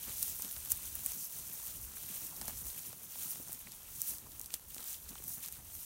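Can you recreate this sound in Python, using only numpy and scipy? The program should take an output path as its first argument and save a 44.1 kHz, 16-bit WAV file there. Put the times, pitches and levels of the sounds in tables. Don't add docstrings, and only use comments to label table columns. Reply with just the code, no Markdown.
import sys
import numpy as np
from scipy import signal
from scipy.fft import rfft, irfft, next_fast_len
from scipy.io import wavfile
from scipy.ndimage import uniform_filter1d, map_coordinates

SR = 44100
rng = np.random.default_rng(int(sys.argv[2]) if len(sys.argv) > 2 else 0)


def ratio(d):
    e = np.asarray(d, float) / 20
    return 10 ** e


def wav_out(sig):
    wavfile.write(sys.argv[1], SR, np.round(np.clip(np.atleast_2d(sig).T, -1, 1) * 32767).astype(np.int16))


N = 257974

# time of the peak in seconds, peak level in dB, pitch in Hz.
HOOF_THUDS = [(0.082, -41.5, 260), (0.45, -43.5, 290), (1.06, -50, 250), (1.36, -49, 170),
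              (2.105, -44.5, 220), (2.223, -46, 268), (2.42, -41, 201), (2.483, -43, 214),
              (2.626, -48, 176), (2.887, -48.5, 205), (3.26, -47, 230), (3.403, -45.5, 290),
              (3.67, -50, 250), (4.12, -51, 200), (4.8, -50, 250), (5.38, -46.5, 150), (3.496, -48.5, 325),
              (5.113, -44, 190), (5.278, -47, 219), (5.594, -46, 163), (5.797, -58, 180)]
# time in seconds, chaff level in dB.
HERD_MILLING = [(0.0, -66.5), (2.04, -67.5), (2.18, -65.5), (2.43, -60.5), (2.56, -67), (3.11, -68.5),
                (3.32, -64), (3.73, -71), (4.27, -65), (4.59, -70.5), (5.08, -68.5), (5.85, -72)]


def unit(x):
    return x / np.sqrt(np.mean(x ** 2) + 1e-20)


def herd_level():
    s, db = np.transpose(HERD_MILLING)
    return np.interp(np.arange(N) / SR, s, db)


def wobble(rate):
    knots = rng.standard_normal(int(N * rate / SR) + 4)
    return map_coordinates(knots, [np.arange(N) * rate / SR])


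def coloured(x, spectrum):
    m = next_fast_len(N + 8192)
    f, db = np.transpose(spectrum)
    gain = ratio(np.interp(np.log(np.fft.rfftfreq(m, 1 / SR) + 1), np.log(f), db, -120, -120))
    return unit(irfft(rfft(x, m) * gain, m)[:N])


def placed(s, waves):
    first = np.clip(np.round(s * SR).astype(int), 0, N)
    at = first[:, None] + np.arange(waves.shape[1])
    return np.bincount(at.ravel(), waves.ravel(), N + waves.shape[1] + 1)[:N]


def swells(s, db, rise_s, fall_s, floor_db):
    pointed = 1.9
    grid = np.arange(0, N + 64, 64)
    late = grid / SR - s[:, None]
    side_s = np.where(late < 0, rise_s[:, None], fall_s[:, None])
    bells = db[:, None] - 10 * np.abs(late / side_s) ** pointed
    total_db = 10 * np.log10(ratio(2 * bells).sum(axis=0) + ratio(2 * floor_db))
    return np.interp(np.arange(N), grid, total_db)


def hoof_falls(over_db):
    thud_s = 0.037
    s, db, _ = np.transpose(HOOF_THUDS)
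    return ratio(swells(s, db + over_db, thud_s / 2 + 0 * s, thud_s + 0 * s, -120))


def clean_breaks(count, spread_db):
    u = rng.random((count, 3))
    side = np.sign(u[:, 1:2] - 0.5)
    return unit(placed(u[:, 0] * N / SR, side * ratio(-spread_db * np.log(u[:, 2:] + 0.013))))


def breaks(s, db, hz, cycles, size):
    turns = hz[:, None] * np.arange(size) / SR
    swing = np.sin(2 * np.pi * turns) * np.exp(-turns / cycles)
    return placed(s, ratio(db)[:, None] * swing)


def crackle(count, size, low_hz, high_hz, cycles, spread_db, clump_db, hiss_db, ticks, spectrum):
    u = rng.random((count, 3))
    hz = low_hz + (high_hz - low_hz) * u[:, 1]
    db = -spread_db * np.log(u[:, 2] + 6e-3)
    grains = breaks(u[:, 0] * N / SR, db, hz, cycles, size)
    grains = np.diff(grains, prepend=0) * ratio(clump_db * wobble(45))
    hiss = ratio(hiss_db) * rng.standard_normal(N)
    return coloured(unit(grains) + hiss + ticks, spectrum)


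def straw():
    # time of most weight in seconds, fine stems level in dB,
    # release to -10 dB in seconds, thick stems over fine ones in dB.
    steps = [(0.047, -49.5, 0.3, -8), (0.245, -40, 0.13, -20), (0.441, -44, 0.08, -18),
             (0.595, -47, 0.39, -12.5), (0.716, -37.0, 0.014, -17.5), (0.895, -46, 0.2, -14.5),
             (1.101, -41.5, 0.07, -14.5), (1.224, -40.5, 0.0554, -21.5), (1.356, -45.5, 0.06, -17),
             (1.599, -46, 0.296, -15), (1.832, -51.5, 0.12, -18), (2.103, -44.5, 0.13, -13),
             (2.242, -43, 0.08, -18), (2.46, -45.5, 0.1153, -13.5), (2.589, -44.5, 0.04, -15.5),
             (2.69, -45.5, 0.05, -20), (2.846, -45.5, 0.11, -13), (3.273, -43, 0.16, -14.5),
             (3.535, -51.5, 0.07, -15), (3.69, -54, 0.57, -11.5), (4.073, -41, 0.106, -17),
             (4.39, -54, 0.14, -15), (4.546, -49.5, 0.031, -8.5), (4.774, -51.5, 0.08, -16.5),
             (4.919, -44, 0.063, -14.5), (5.163, -54, 0.14, -12), (5.32, -42.5, 0.061, -22),
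             (5.459, -45.5, 0.033, -11.5), (5.536, -55.5, 0.2, -13), (5.832, -47.5, 0.113, -17.5)]
    # time of the peak in seconds, thick stems level in dB,
    # release to -10 dB in seconds.
    scuffs = [(0.075, -60, 0.08), (1.122, -60, .025), (2.085, -57.5, 0.12), (2.78, -55, -0.03),
              (3.225, -59, 0), (3.665, -65, .03), (4.075, -62, .04), (4.705, -63, .04), (4.8, -64, 0.3),
              (4.885, -60, .07), (5.09, -62, .03), (5.17, -64, 0), (5.43, -57, .045), (5.525, -62.5, 0.06)]
    # frequency in Hz, density in dB per Hz.
    fine_tone = [(3500, -18), (4900, -11), (6000, -3.5), (7700, -5.5), (9000, -1.5), (10300, -4),
                 (11500, -1.5), (16500, -1.5)]
    # frequency in Hz, density in dB per Hz.
    thick_tone = [(1200, -6), (2000, -2), (3200, -0.5), (4500, -3.5), (6000, -14.5), (9000, -1)]
    # frequency in Hz, density in dB per Hz.
    chaff_tone = [(200, -32), (400, -1), (1000, -0.5), (1800, -8), (2600, -15), (4000, -50)]
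    press_over_release = 1.39
    catch_s, scuff_fine_db = 0.0075, 9
    far_fine_db, far_thick_db = -57, -68.5
    chaff_step_db, chaff_follows = -70, 0.7

    step_s, step_db, release_s, weight_db = np.transpose(steps)
    scuff_s, scuff_db, drag_s = np.transpose(scuffs)
    s = np.r_[step_s, scuff_s]
    rise_s = np.r_[press_over_release * release_s, catch_s + 0 * drag_s]
    fall_s = np.r_[release_s, drag_s]
    fine_db = swells(s, np.r_[step_db, scuff_db + scuff_fine_db], rise_s, fall_s, far_fine_db)
    thick_db = swells(s, np.r_[step_db + weight_db, scuff_db], rise_s, fall_s, far_thick_db)

    step_chaff = ratio(chaff_step_db + chaff_follows * (thick_db + 60.5))
    chaff_gain = np.hypot(ratio(herd_level() - 1.5), step_chaff)
    chaff_gain = np.hypot(chaff_gain, hoof_falls(-18))

    shuffle, scuff = wobble(24.524), wobble(15)
    ticks = clean_breaks(count=1500, spread_db=5.0)
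    fine = crackle(count=24000, size=48, low_hz=5160, high_hz=17000, cycles=2.8, spread_db=4.0,
                   clump_db=2.5, hiss_db=1.0, ticks=ratio(-7.5) * ticks, spectrum=fine_tone)
    thick = crackle(count=9000, size=96, low_hz=2386, high_hz=7130, cycles=2.4, spread_db=3.0,
                    clump_db=0.7, hiss_db=2.0, ticks=ratio(-11) * ticks, spectrum=thick_tone)
    chaff = crackle(count=3000, size=256, low_hz=824, high_hz=3440, cycles=1.4, spread_db=3.0,
                    clump_db=2.8, hiss_db=7.5, ticks=ratio(3.5) * ticks, spectrum=chaff_tone)
    fine = ratio(fine_db + 0.5 + 0.49 * shuffle + 0.4 * scuff) * fine
    thick = ratio(thick_db + 1.15 * shuffle + 0.33 * scuff) * thick
    chaff = chaff_gain * ratio(0.8 * shuffle + 0.83 * scuff) * chaff
    return fine + thick + chaff


def wind():
    # time in seconds, rumble level in dB, length to -10 dB in seconds.
    gusts = [(0.126, -58.5, 0.125), (0.298, -63.0, -0.2), (0.587, -56.5, 0.06), (0.743, -52, 0.04),
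             (0.93, -57.5, 0.104), (1.111, -59, 0.041), (1.43, -61, 0.06), (1.681, -59, 0.062),
             (1.823, -55, 0.07), (2.075, -64.5, 0.4), (2.449, -60.5, 0.103), (2.57, -55, 0.04),
             (2.66, -58, 0.105), (3.213, -62.5, 0.04), (3.725, -64.5, 0.2), (3.927, -62.3, 0.1),
             (4.122, -58, 0.045), (4.371, -61.5, 0.222), (4.708, -66, 0.1), (4.991, -67, 0.151),
             (5.15, -58.5, 0.15), (5.331, -64.3, 0.05), (5.602, -61, 0.1), (5.775, -62.5, 0.2)]
    # frequency in Hz, density in dB per Hz.
    rumble_tone = [(15, -46), (30, -5.5), (48, -0.5), (75, -0.5), (110, -9.5), (180, -21)]
    # frequency in Hz, density in dB per Hz.
    flutter_tone = [(60, -22), (110, 0), (170, -0.5), (300, -6.5), (450, -15.5), (700, -30)]
    calm_db = -71
    s, db, length_s = np.transpose(gusts)
    rumble_db = swells(s, db, length_s, length_s, calm_db)
    herd_db = herd_level()
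    flutter_db = -65.5 + 0.57 * (herd_db - herd_db.mean())
    rumble = unit(ratio(0.9 * wobble(13)) * coloured(rng.standard_normal(N), rumble_tone))
    flutter = unit(ratio(2.45 * wobble(25)) * coloured(rng.standard_normal(N), flutter_tone))
    flutter_gain = np.hypot(ratio(flutter_db), hoof_falls(-16.5))
    return ratio(rumble_db + 0.2) * rumble + flutter_gain * flutter


def thuds():
    s, db, hz = np.transpose(HOOF_THUDS)[:, :, None]
    turns = hz * np.arange(1200) / SR
    swing = turns * np.exp(-turns / 0.58) * np.sin(2 * np.pi * turns)
    return placed(s[:, 0] - 0.844 / hz[:, 0], ratio(db + 7.5) * swing)


def knocks():
    # start in seconds, peak level in dB, pitch in Hz,
    # pitch fall in octaves.
    stalks = [(0.1167, -43.5, 1790, 1), (0.3966, -39.5, 1150, 1.5), (0.432, -45, 1300, 1.8),
              (0.5649, -36.5, 2200, 1.8), (0.571, -45, 1740, 2.3), (0.7203, -38, 2100, 1.4),
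              (1.0623, -35, 2800, 2.2), (1.97, -40, 2000, 1.6), (2.2859, -58, 1500, 1.2),
              (2.4153, -38, 1500, 2.2), (2.4641, -47, 1270, 1.8), (2.4821, -32.5, 1100, 1.8),
              (2.496, -38, 1100, 1.96), (2.9306, -45, 890, 1.8), (3.157, -45, 795, .8),
              (3.3583, -45, 940, 2.5), (3.4009, -47, 600, 1.4), (3.4939, -46, 770, 2.2),
              (3.22, -43, 2600, .5), (3.6716, -35, 1800, 1.1), (4.4066, -45.5, 1840, 2),
              (4.5057, -42, 2200, 1.1), (4.5402, -44, 1570, 2.6), (4.765, -46, 880, 2.34),
              (4.7815, -41.5, 2040, 1.2), (4.7946, -43, 1390, 1.94), (5.1556, -41, 1050, 1.3),
              (5.181, -36, 2300, 0.61), (5.202, -47.5, 450, 1.03), (5.4856, -44, 2100, 2.1)]
    s, db, hz, fall = np.transpose(stalks)[:, :, None]
    t = np.arange(500) / SR
    pitch = 1.593 * hz * 2.0 ** (-fall * t / 0.00295)
    shape = np.exp(-t * hz / 2.37) * (1 - np.exp(-t / 0.00046))
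    fray = uniform_filter1d(rng.standard_normal((len(s), len(t))), size=9) * 3
    phase = 2 * np.pi * np.cumsum(pitch, axis=1) / SR
    swing = np.sin(phase + 0.5 * fray) + 0.33 * fall * fray
    return placed(s[:, 0] - 0.62 / hz[:, 0], ratio(db - 0.5) * shape * swing)


def snaps():
    # start in seconds, peak level in dB, pitch in Hz, splinters in dB.
    cracking = [(0.2277, -11, 11400, -18), (0.2293, -17, 8200, -13), (0.4218, -22, 9600, -12),
                (0.6505, -23, 11800, -28), (0.7046, -18, 12700, -19), (0.717, -16, 12300, -11),
                (0.7195, -8, 10200, -21), (0.7761, -25, 12000, -18), (0.9541, -17, 12500, -26),
                (1.0621, -10, 11500, -22), (2.068, -26, 13500, -15), (0.7187, -19, 11000, -10),
                (2.2676, -27, 11100, -17), (2.4142, -22, 7700, -26), (2.48, -23, 8600, -16),
                (3.5298, -21, 11100, -20), (4.0179, -14, 9900, -21), (4.3965, -23, 10200, -26),
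                (4.4142, -25, 9700, -24), (4.46, -26, 8500, -26), (4.54, -18, 6300, -13),
                (4.7458, -27, 8200, -16), (4.7821, -28, 6400, -26), (5.0908, -31, 7300, -14),
                (5.2404, -26, 10800, -24), (5.2819, -21, 12500, -20), (5.2935, -24, 13300, -16),
                (5.461, -27, 9500, -28), (5.4848, -27, 9500, -20), (5.5251, -24, 11000, -22)]
    # start in seconds,
    # peak level in dB, pitch in Hz.
    faint_cracking = [(0.3171, -25, 13300), (0.4475, -31, 5000), (0.5645, -28, 6600), (1.4766, -27, 11100),
                      (1.6657, -27, 10600), (2.1601, -26, 13600), (1.8146, -28, 12700), (1.851, -29, 12900),
                      (2.4197, -28, 8000), (2.4556, -27, 10300), (2.487, -28, 7800), (2.9293, -31, 8400),
                      (3.3713, -30, 12600), (3.72, -30, 7500), (4.1841, -30, 8000), (4.3188, -35, 7500),
                      (4.4439, -34, 6400), (4.5054, -36, 4500), (4.5335, -30, 11000), (4.7045, -30, 12700),
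                      (4.8292, -33, 6300), (4.842, -28, 10000), (4.9439, -30, 7400), (2.702, -30, 6500),
                      (5.108, -30, 13100), (5.1544, -35, 6000), (5.3811, -28, 11700), (5.4775, -29, 8000),
                      (5.4474, -33, 6000), (0.5114, -32, 5500)]
    tick_splinter_db = -23
    one_cycle_hz, ring_grows = 5500, 1.23
    faint_cracking = np.c_[np.array(faint_cracking), np.full(len(faint_cracking), tick_splinter_db)]
    s, db, hz, splinter_db = np.vstack([cracking, faint_cracking]).T[:, :, None]
    cycles = (hz / one_cycle_hz) ** ring_grows
    t = np.arange(768) / SR
    turns = hz * t

    f = 1j * np.fft.rfftfreq(len(t), 1 / SR) / hz
    thin = (f / (f + 0.25 * cycles)) ** 3 + 0.035

    modes = 0
    for k in (-0.5, 0.03, 0.5):
        modes = modes + np.sin(2 * np.pi * (1 + k / np.maximum(cycles, 1.7)) * turns)
    shape = (1 - np.exp(-turns / 0.4)) * np.exp(-turns / (0.5 + 0.6 * cycles))
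    crack = irfft(thin * rfft(modes * shape))
    crack = crack / np.abs(crack).max(axis=1, keepdims=True)

    chance = rng.standard_normal((len(s), 2, len(t)))
    fibres = irfft(thin * rfft(chance[:, 0]) * f / (f * f + 1.7 * f + 1))
    uneven_db = 5.86 * uniform_filter1d(chance[:, 1], size=16) * np.sqrt(16)
    fibres = unit(fibres) * ratio(uneven_db)
    fade = ratio(-60 * t / 0.028) * (1 - np.exp(-t / 0.00054))
    tail = ratio(splinter_db - 1.5) * fibres * fade
    return placed(s[:, 0] - 3 / SR, ratio(db) * (1.2 * crack + tail))


def scene():
    mono = straw() + wind() + thuds() + knocks() + snaps()
    return np.tile(mono, (2, 1))


def top_cut(x):
    return signal.sosfilt(signal.butter(12, 16870, fs=SR, output="sos"), x)


def record(dry):
    top_hz = 15800
    m = next_fast_len(N + 8192)
    passed = np.fft.rfftfreq(m, 1 / SR) < top_hz
    mix = irfft(rfft(dry, m) * passed, m)[:, :N]
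    return top_cut(mix)


dry = scene()
out = record(dry)
wav_out(out)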